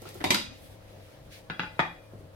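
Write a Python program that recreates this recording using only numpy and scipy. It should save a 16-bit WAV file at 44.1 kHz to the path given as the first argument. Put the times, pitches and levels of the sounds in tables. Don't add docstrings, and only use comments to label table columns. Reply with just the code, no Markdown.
import sys
import numpy as np
from scipy import signal
from scipy.fft import rfft, irfft, next_fast_len
from scipy.io import wavfile
from scipy.ndimage import uniform_filter1d, map_coordinates

SR = 44100
rng = np.random.default_rng(int(sys.argv[2]) if len(sys.argv) > 2 else 0)


def gain_from_db(level_db):
    decades = np.asarray(level_db, float) / 20
    return 10 ** decades


def output_pcm(signal):
    pcm = np.clip(np.atleast_2d(signal).T, -1, 1) * 32767
    wavfile.write(sys.argv[1], SR, np.round(pcm).astype(np.int16))


N = 103635
RIGHT_MS, AHEAD_MS = 0.485, 0.056


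def unit(x):
    return x / np.sqrt(np.mean(x ** 2) + 1e-20)


def along(points, hz):
    f, v = np.transpose(points)
    return np.interp(np.log(hz + 1), np.log(f + 1), v)


def wobble(rate_hz):
    knots = rng.standard_normal(int(N * rate_hz / SR) + 4)
    return map_coordinates(knots, [np.arange(N) * rate_hz / SR])


def filtered(x, response):
    n = x.shape[-1]
    m = next_fast_len(n + SR // 4)
    return irfft(rfft(x, m) * response(np.fft.rfftfreq(m, 1 / SR)), m)[..., :n]


# pitch_hz, likeness [-1 to 1]
LIKENESS = [(60, 1), (240, 0.941), (950, 0.08), (3770, -0.113), (15000, -0.016)]


def rush(spectrum, patchy_db):
    z = signal.stft(rng.standard_normal((2, N)), nperseg=512)[2]
    patches = uniform_filter1d(rng.standard_normal(z.shape[1:]), size=6, axis=0)
    patches = uniform_filter1d(patches, size=10, axis=1)
    pair = signal.istft(z * gain_from_db(patchy_db * unit(patches)), nperseg=512)[1][:, :N]

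    def colour_and_width(hz):
        angle = np.arccos(np.clip(along(LIKENESS, hz), -1, 1)) / 2
        return gain_from_db(along(spectrum, hz)) * np.array([np.cos(angle), np.sin(angle)])

    mid, side = filtered(pair, colour_and_width)
    return unit(np.array([mid + side, mid - side]))


# multiple of the shaft rate, level_db
FRIDGE_ORDERS = [(1, -5), (4, -2), (6, -23), (9, -2), (12, -7.5), (14, -4.5), (15, -2), (16, 2), (17, -2),
                 (18, -15), (19, -1.5), (23, -18.5)]


def fridge():
    t = np.arange(N) / SR
    shaft_hz, mains_hz = 33.69, 98.7
    orders = 0
    for multiple, level_db in FRIDGE_ORDERS:
        level = gain_from_db(level_db + 0.31 * wobble(1.43))
        phase = rng.uniform(0, np.pi) + rng.normal(0, 0.97, (2, 1))
        orders = orders + level * np.sin(2 * np.pi * multiple * shaft_hz * t + phase)
    drone_level = gain_from_db(-55 + 4.2 * wobble(8.24))
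    drone = drone_level * np.sin(2 * np.pi * mains_hz * t + 2.14 * wobble(9.9))
    return gain_from_db(-61.5) * orders + drone


# start_s, level_db, brightness_db
MOVEMENTS = [(0, -60.5, -1.5), (.07, -50.5, -8.5), (.2, -59, 1), (.5, -59, -16), (.62, -60, 1.5),
             (.72, -61, 0), (.79, -65, -4), (1.1, -61, -3.5), (1.29, -66, -2.5), (1.325, -50.5, -7),
             (1.37, -52.5, -6.5), (1.43, -65.5, -3), (1.6, -65, -2.5), (2.35, -69.5, -1)]
# pitch_hz, level_db per Hz
CLOTH_COLOUR = [(500, -74), (1600, -1), (2200, 0), (4000, -1.5), (6500, -7.5), (16000, -53)]
SHEEN_COLOUR = [(4000, -45), (8000, -1), (11000, 0.5), (16000, -5.5)]


def rustle():
    start_s, *columns = np.transpose(MOVEMENTS)
    level_db, bright_db = [np.interp(np.arange(N) / SR, start_s, c) for c in columns]
    movement = gain_from_db(level_db + 1.2 * wobble(32.3))
    hiss = rush(CLOTH_COLOUR, patchy_db=0.5)
    sheen = gain_from_db(bright_db - 1) * rush(SHEEN_COLOUR, patchy_db=0.8)
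    return movement * (hiss + sheen)


# pitch_hz, level_db per Hz
AIR_COLOUR = [(15, -25), (30, -4.5), (90, -2), (160, -4.5), (230, -11.5), (700, -12.5), (1100, -18),
              (16000, -51)]


def air():
    return gain_from_db(-53.5) * rush(AIR_COLOUR, patchy_db=2.5)


def pulse(tone, body, tilt_db, crack_db):
    hz = np.fft.rfftfreq(32768, 1 / SR)
    resonances = 0
    for pitch_hz, width_hz, level_db in body:
        resonances = resonances + gain_from_db(9.5 + level_db) / np.hypot(1, 2 * (hz - pitch_hz) / width_hz)
    resonances = gain_from_db(crack_db) + resonances
    colour_db = along(tone, hz) + tilt_db * np.log2((hz + 50) / 1000)
    cepstrum = irfft(np.log(np.maximum(gain_from_db(colour_db) * resonances, 1e-6)))
    cepstrum[1:16384] *= 2
    cepstrum[16385:] = 0
    p = irfft(np.exp(rfft(cepstrum)))[:16384]
    return p / np.linalg.norm(p)


# pitch_hz, t60_s
ROOM_DECAY = [(120, 0.35), (500, 0.27), (2000, 0.33), (6000, 0.37), (14000, 0.25)]


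def kitchen(scatter_s, room_db, wall_db):
    n = SR // 2
    hz, t, z = signal.stft(rush([(20, 0)], patchy_db=-1)[:, :n], SR, nperseg=256)
    tail = signal.istft(z * gain_from_db(-60 * t / along(ROOM_DECAY, hz)[:, None]), SR, nperseg=256)[1][:, :n]
    tail = tail * np.clip(np.arange(n) / SR / 0.0012, 0, 1)
    f = np.fft.rfftfreq(n, 1 / SR)
    scatter_hz = 180.7
    both, left, right = [map_coordinates(k, [f / scatter_hz]) for k in rng.standard_normal((3, SR // 100))]
    alike = np.clip(along(LIKENESS, f / 3), 0, 1)
    delay = scatter_s * (np.sqrt(alike) * both + np.sqrt(1 - alike) * np.array([left, right])) ** 2
    near = irfft(np.exp(-2j * np.pi * np.cumsum(delay, axis=1) * f[1]), n)
    wall_s = .0085
    near = near + gain_from_db(wall_db) * np.roll(near[::-1], round(wall_s * SR), axis=1)
    near = near * (np.arange(n) < SR // 4)
    return near + gain_from_db(room_db) * tail / np.linalg.norm(tail[0])


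def ringing(modes, tone, t):
    ring = 0
    for pitch_hz, level_db, t60_s in modes:
        excited_db = level_db + 0.2 * along(tone, pitch_hz) + rng.normal(0, 0.88, (2, 1))
        level = gain_from_db(excited_db - 60 * t / t60_s + 5.6 * wobble(62.6)[:len(t)])
        wander = pitch_hz / 3000 * wobble(53.7)[:len(t)]
        start_phase = rng.uniform(0, 2 * np.pi, (2, 1))
        ring = ring + level * np.sin(2 * np.pi * pitch_hz * t + wander + start_phase)
    return ring * (1 - np.exp(-t / 0.0018))


# pitch_hz, level_db, t60_s
DISH_MODES = [(861, 4.5, 0.29), (991, 2, .2), (2000, -10, 0.46), (2490, -5, 0.51), (2815, 2, 0.41),
              (3363, -1.5, 0.52), (3730, 5, 0.41), (3740, -3, 0.27), (4740, -3, 0.43), (5830, -12, 0.28)]


def knocks(events, tone, body, lag_ms, gain_db, modes=DISH_MODES, scatter_s=.003, room_db=-0.5,
           crack_db=0, wall_db=-16.5):
    out, t = np.zeros((2, N + SR)), np.arange(SR // 2) / SR
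    lead_s = .001

    def to_ports(hz):
        delay_s = lead_s + np.array([[.5], [-.5]]) * lag_ms / 1000
        shade_db = -0.5 * lag_ms * np.array([[1], [-1]]) * np.log2(1 + hz / 500)
        return np.exp(-2j * np.pi * hz * delay_s) * gain_from_db(shade_db)

    for start_s, level_db, ring_db, tilt_db in events:
        strike = pulse(tone, body, tilt_db, crack_db)[None]
        blow = signal.fftconvolve(strike, kitchen(scatter_s, room_db, wall_db), axes=1)[:, :len(t)]
        both = gain_from_db(13 + gain_db) * blow + gain_from_db(ring_db - 8.5) * ringing(modes, tone, t)
        i = round((start_s - lead_s) * SR)
        out[:, i:i + len(t)] += gain_from_db(level_db) * filtered(both, to_ports)
    return out[:, :N]


# start_s, level_db, ring_db, tilt_db per octave
TICK_HITS = [
    (0.0187, -44.5, -24, 0.1),
    (0.0886, -42, -11, 0.1),
    (0.1433, -43.5, -34, 0.1),
]
# pitch_hz, level_db per Hz
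TICK_COLOUR = [(800, -39), (3500, -10), (5000, -3), (7000, -5), (13000, -3.5), (16000, -14)]


def ticks():
    return knocks(TICK_HITS, TICK_COLOUR, [], RIGHT_MS, gain_db=5.0)


# start_s, level_db, ring_db, tilt_db per octave
SHUFFLE_HITS = [
    (.02, -39.5, -50, 0.44),
    (.053, -38, -44, 6.3),
    (.068, -40, -38, 4),
    (.1, -50, -29, 0.046),
    (.152, -39.5, -38, 2.1),
]
# pitch_hz, level_db per Hz
THUD_COLOUR = [(60, -25), (150, 4.5), (260, -0.5), (550, -1.5), (1200, -19.5), (3000, -60)]
# pitch_hz, width_hz, level_db
SHUFFLE_RESONANCES = [(360, 21, 4.5), (820, 46, -3), (1355, 45, 14)]


def shuffle():
    return knocks(SHUFFLE_HITS, THUD_COLOUR, SHUFFLE_RESONANCES, RIGHT_MS, gain_db=7.5, modes=[])


# start_s, level_db, ring_db, tilt_db per octave
SCUFF_HITS = [
    (.203, -44, -44, 0),
    (.207, -37.5, -34, -1),
    (.213, -38.5, -40, 0.5),
    (.222, -47, -34, -3),
]
# pitch_hz, level_db per Hz
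TAP_COLOUR = [(47, -30), (80, -6.5), (167, 1.5), (528, -1), (638, -6.5), (1470, -4), (2240, -12),
              (3410, -10), (12000, -35), (15600, -89), (22000, -120)]
# pitch_hz, width_hz, level_db
SCUFF_RESONANCES = [(297, 16, 1.8), (623, 68, 1.6), (1940, 160, 2)]


def scuff():
    return knocks(SCUFF_HITS, TAP_COLOUR, SCUFF_RESONANCES, RIGHT_MS, gain_db=12)


# start_s, level_db, ring_db, tilt_db per octave
BUMP_HITS = [
    (0.241, -16, -19.5, -0.46),
    (.2455, -18, -30, -1.15),
]
# pitch_hz, level_db per Hz
CLATTER_COLOUR = [(50, -21), (100, -8.5), (250, -9), (1000, -7), (1460, -15), (2080, -7.5), (12800, -17),
                  (16000, -36)]
# pitch_hz, width_hz, level_db
BUMP_RESONANCES = [(98, 14, 2.7), (278, 22, 9.7), (397, 17, 7.7), (597, 20, 3), (777, 45, 5.3),
                   (1007, 50, 3.6), (2030, 26, 1.7), (2340, 97, 1.2), (3710, 31, 8), (4740, 40, 1.2)]


def bump():
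    return knocks(BUMP_HITS, CLATTER_COLOUR, BUMP_RESONANCES, RIGHT_MS, gain_db=5.0, crack_db=-0.5)


# start_s, level_db, ring_db, tilt_db per octave
CLATTER_HITS = [
    (0.305, -8, -26.5, 0.38),
    (.3075, -12.5, -29.5, -0.2),
    (.327, -28, -23, -2),
]
# pitch_hz, width_hz, level_db
CLATTER_RESONANCES = [(205, 33, 11), (296, 27, 3), (357, 20, 8.5), (570, 10.7, 12.5), (982, 44, 7.5),
                      (2050, 78, 5.5), (2330, 150, 4), (3170, 81, 6), (3790, 67, 3.5), (3950, 130, 1),
                      (4880, 73, 5.5), (6030, 92, 3), (7860, 300, -4.5), (11930, 460, -6.5)]
# pitch_hz, level_db, t60_s
CUPBOARD_MODES = [(258.8, 4, 1), (297, -1, 0.47)]


def clatter():
    return knocks(CLATTER_HITS, CLATTER_COLOUR, CLATTER_RESONANCES, RIGHT_MS, gain_db=3.0,
                  modes=DISH_MODES + CUPBOARD_MODES, crack_db=-1)


# start_s, level_db, ring_db, tilt_db per octave
CLINK_HITS = [
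    (0.345, -13.5, -20.5, 0.092),
]
# pitch_hz, level_db per Hz
CLINK_COLOUR = [(120, -17), (300, -9), (700, -20), (1300, -6.5), (2000, 1), (4000, -3), (5000, -4.5),
                (6500, -8), (13000, -12), (16000, -40)]
# pitch_hz, width_hz, level_db
CLINK_RESONANCES = [(307, 43, 10.5), (590, 17, -10), (1375, 69, 7.5), (4040, 60, 7.5), (4900, 110, 6),
                    (13200, 510, -11)]


def clink():
    return knocks(CLINK_HITS, CLINK_COLOUR, CLINK_RESONANCES, RIGHT_MS, gain_db=3.5)


# start_s, level_db, ring_db, tilt_db per octave
TAP_HITS = [
    (1.499, -24, -20.5, 0.01),
    (1.595, -19, -16.5, 1.1),
    (1.634, -31, -28, 1.8),
]
# pitch_hz, width_hz, level_db
TAP_RESONANCES = [(166, 19, 9), (325, 29, -3.5), (870, 45, 0), (1447, 123, 10), (1680, 66, 5.5),
                  (2080, 41, -3), (2400, 80, 4), (2730, 110, 9), (3343, 17, 2), (3900, 69, 0),
                  (4830, 270, -3)]
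# pitch_hz, level_db, t60_s
PLATE_MODES = [(750, -3, 0.5), (860, 3, 0.45), (1215, 4, 0.16), (1480, -14, 0.15), (2018, 4, 0.39),
               (2423, 4.5, 0.47), (2795, -2, 0.26), (3360, 1.5, 0.43), (3790, -0.5, 0.37), (4880, -7, 0.39),
               (6060, -7, .2), (6200, -18, 0.22)]


def taps():
    return knocks(TAP_HITS, TAP_COLOUR, TAP_RESONANCES, AHEAD_MS, gain_db=4.5, modes=PLATE_MODES,
                  scatter_s=0.000817, room_db=0.0, crack_db=-16, wall_db=-5.5)


# start_s, level_db, ring_db, tilt_db per octave
SET_DOWN_HITS = [
    (1.7925, -15, -21.5, -0.16),
    (1.7945, -16, -23, -0.5),
    (1.7985, -20.5, -37, 0.5),
    (1.803, -26.5, -22, 3.5),
]
# pitch_hz, level_db per Hz
SET_DOWN_COLOUR = [(35, -59), (60, -9), (215, -10.5), (364, -6.5), (437, -11.5), (721, -1.5), (2420, -8.5),
                   (2770, -15.5), (14000, -40)]
# pitch_hz, width_hz, level_db
SET_DOWN_RESONANCES = [(169, 21.5, 17), (348, 32, 2), (625, 17, 2.3), (897, 34, 6.2), (1210, 77, 8.8),
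                       (1820, 124, 10.5), (1950, 37, 4.7), (2490, 44, 7.5), (3370, 60, 16), (3740, 67, 4),
                       (4880, 100, 1.9)]


def set_down():
    return knocks(SET_DOWN_HITS, SET_DOWN_COLOUR, SET_DOWN_RESONANCES, -AHEAD_MS, gain_db=6.5,
                  modes=PLATE_MODES, scatter_s=0.000898, room_db=-1.5, crack_db=1.5, wall_db=-7.5)


# start_s, level_db, ring_db, tilt_db per octave
FOOT_HITS = [
    (2.135, -33, -28, -2.3),
    (2.148, -34.5, -30, -5.5),
    (2.208, -33, -22, -4.5),
    (2.241, -41.5, -38.5, -11),
    (2.255, -45.5, -38, -2),
    (2.283, -44, -40, -2),
]


def feet():
    return knocks(FOOT_HITS, THUD_COLOUR, [], AHEAD_MS, gain_db=1.0, modes=[], scatter_s=0.000275, room_db=-1)


def scene():
    right = clatter() + bump() + clink() + scuff() + ticks()
    ahead = taps() + set_down() + feet()
    return right + (ahead + shuffle()) + fridge() + rustle() + air()


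def roll_off(x):
    return signal.sosfilt(signal.butter(12, 16610, fs=SR, output="sos"), x)


# pitch_hz, left over right level_db
PORT_COLOUR = [(60, 3.5), (200, 3), (500, 1), (4000, 1.5), (9000, 0), (15000, -5.5)]


def record(dry):
    def ports(hz):
        balance_db = along(PORT_COLOUR, hz) * np.array([[.5], [-.5]])
        return gain_from_db(balance_db) * (hz < 16500)

    return roll_off(filtered(dry, ports))


dry = scene()
out = record(dry)
output_pcm(out)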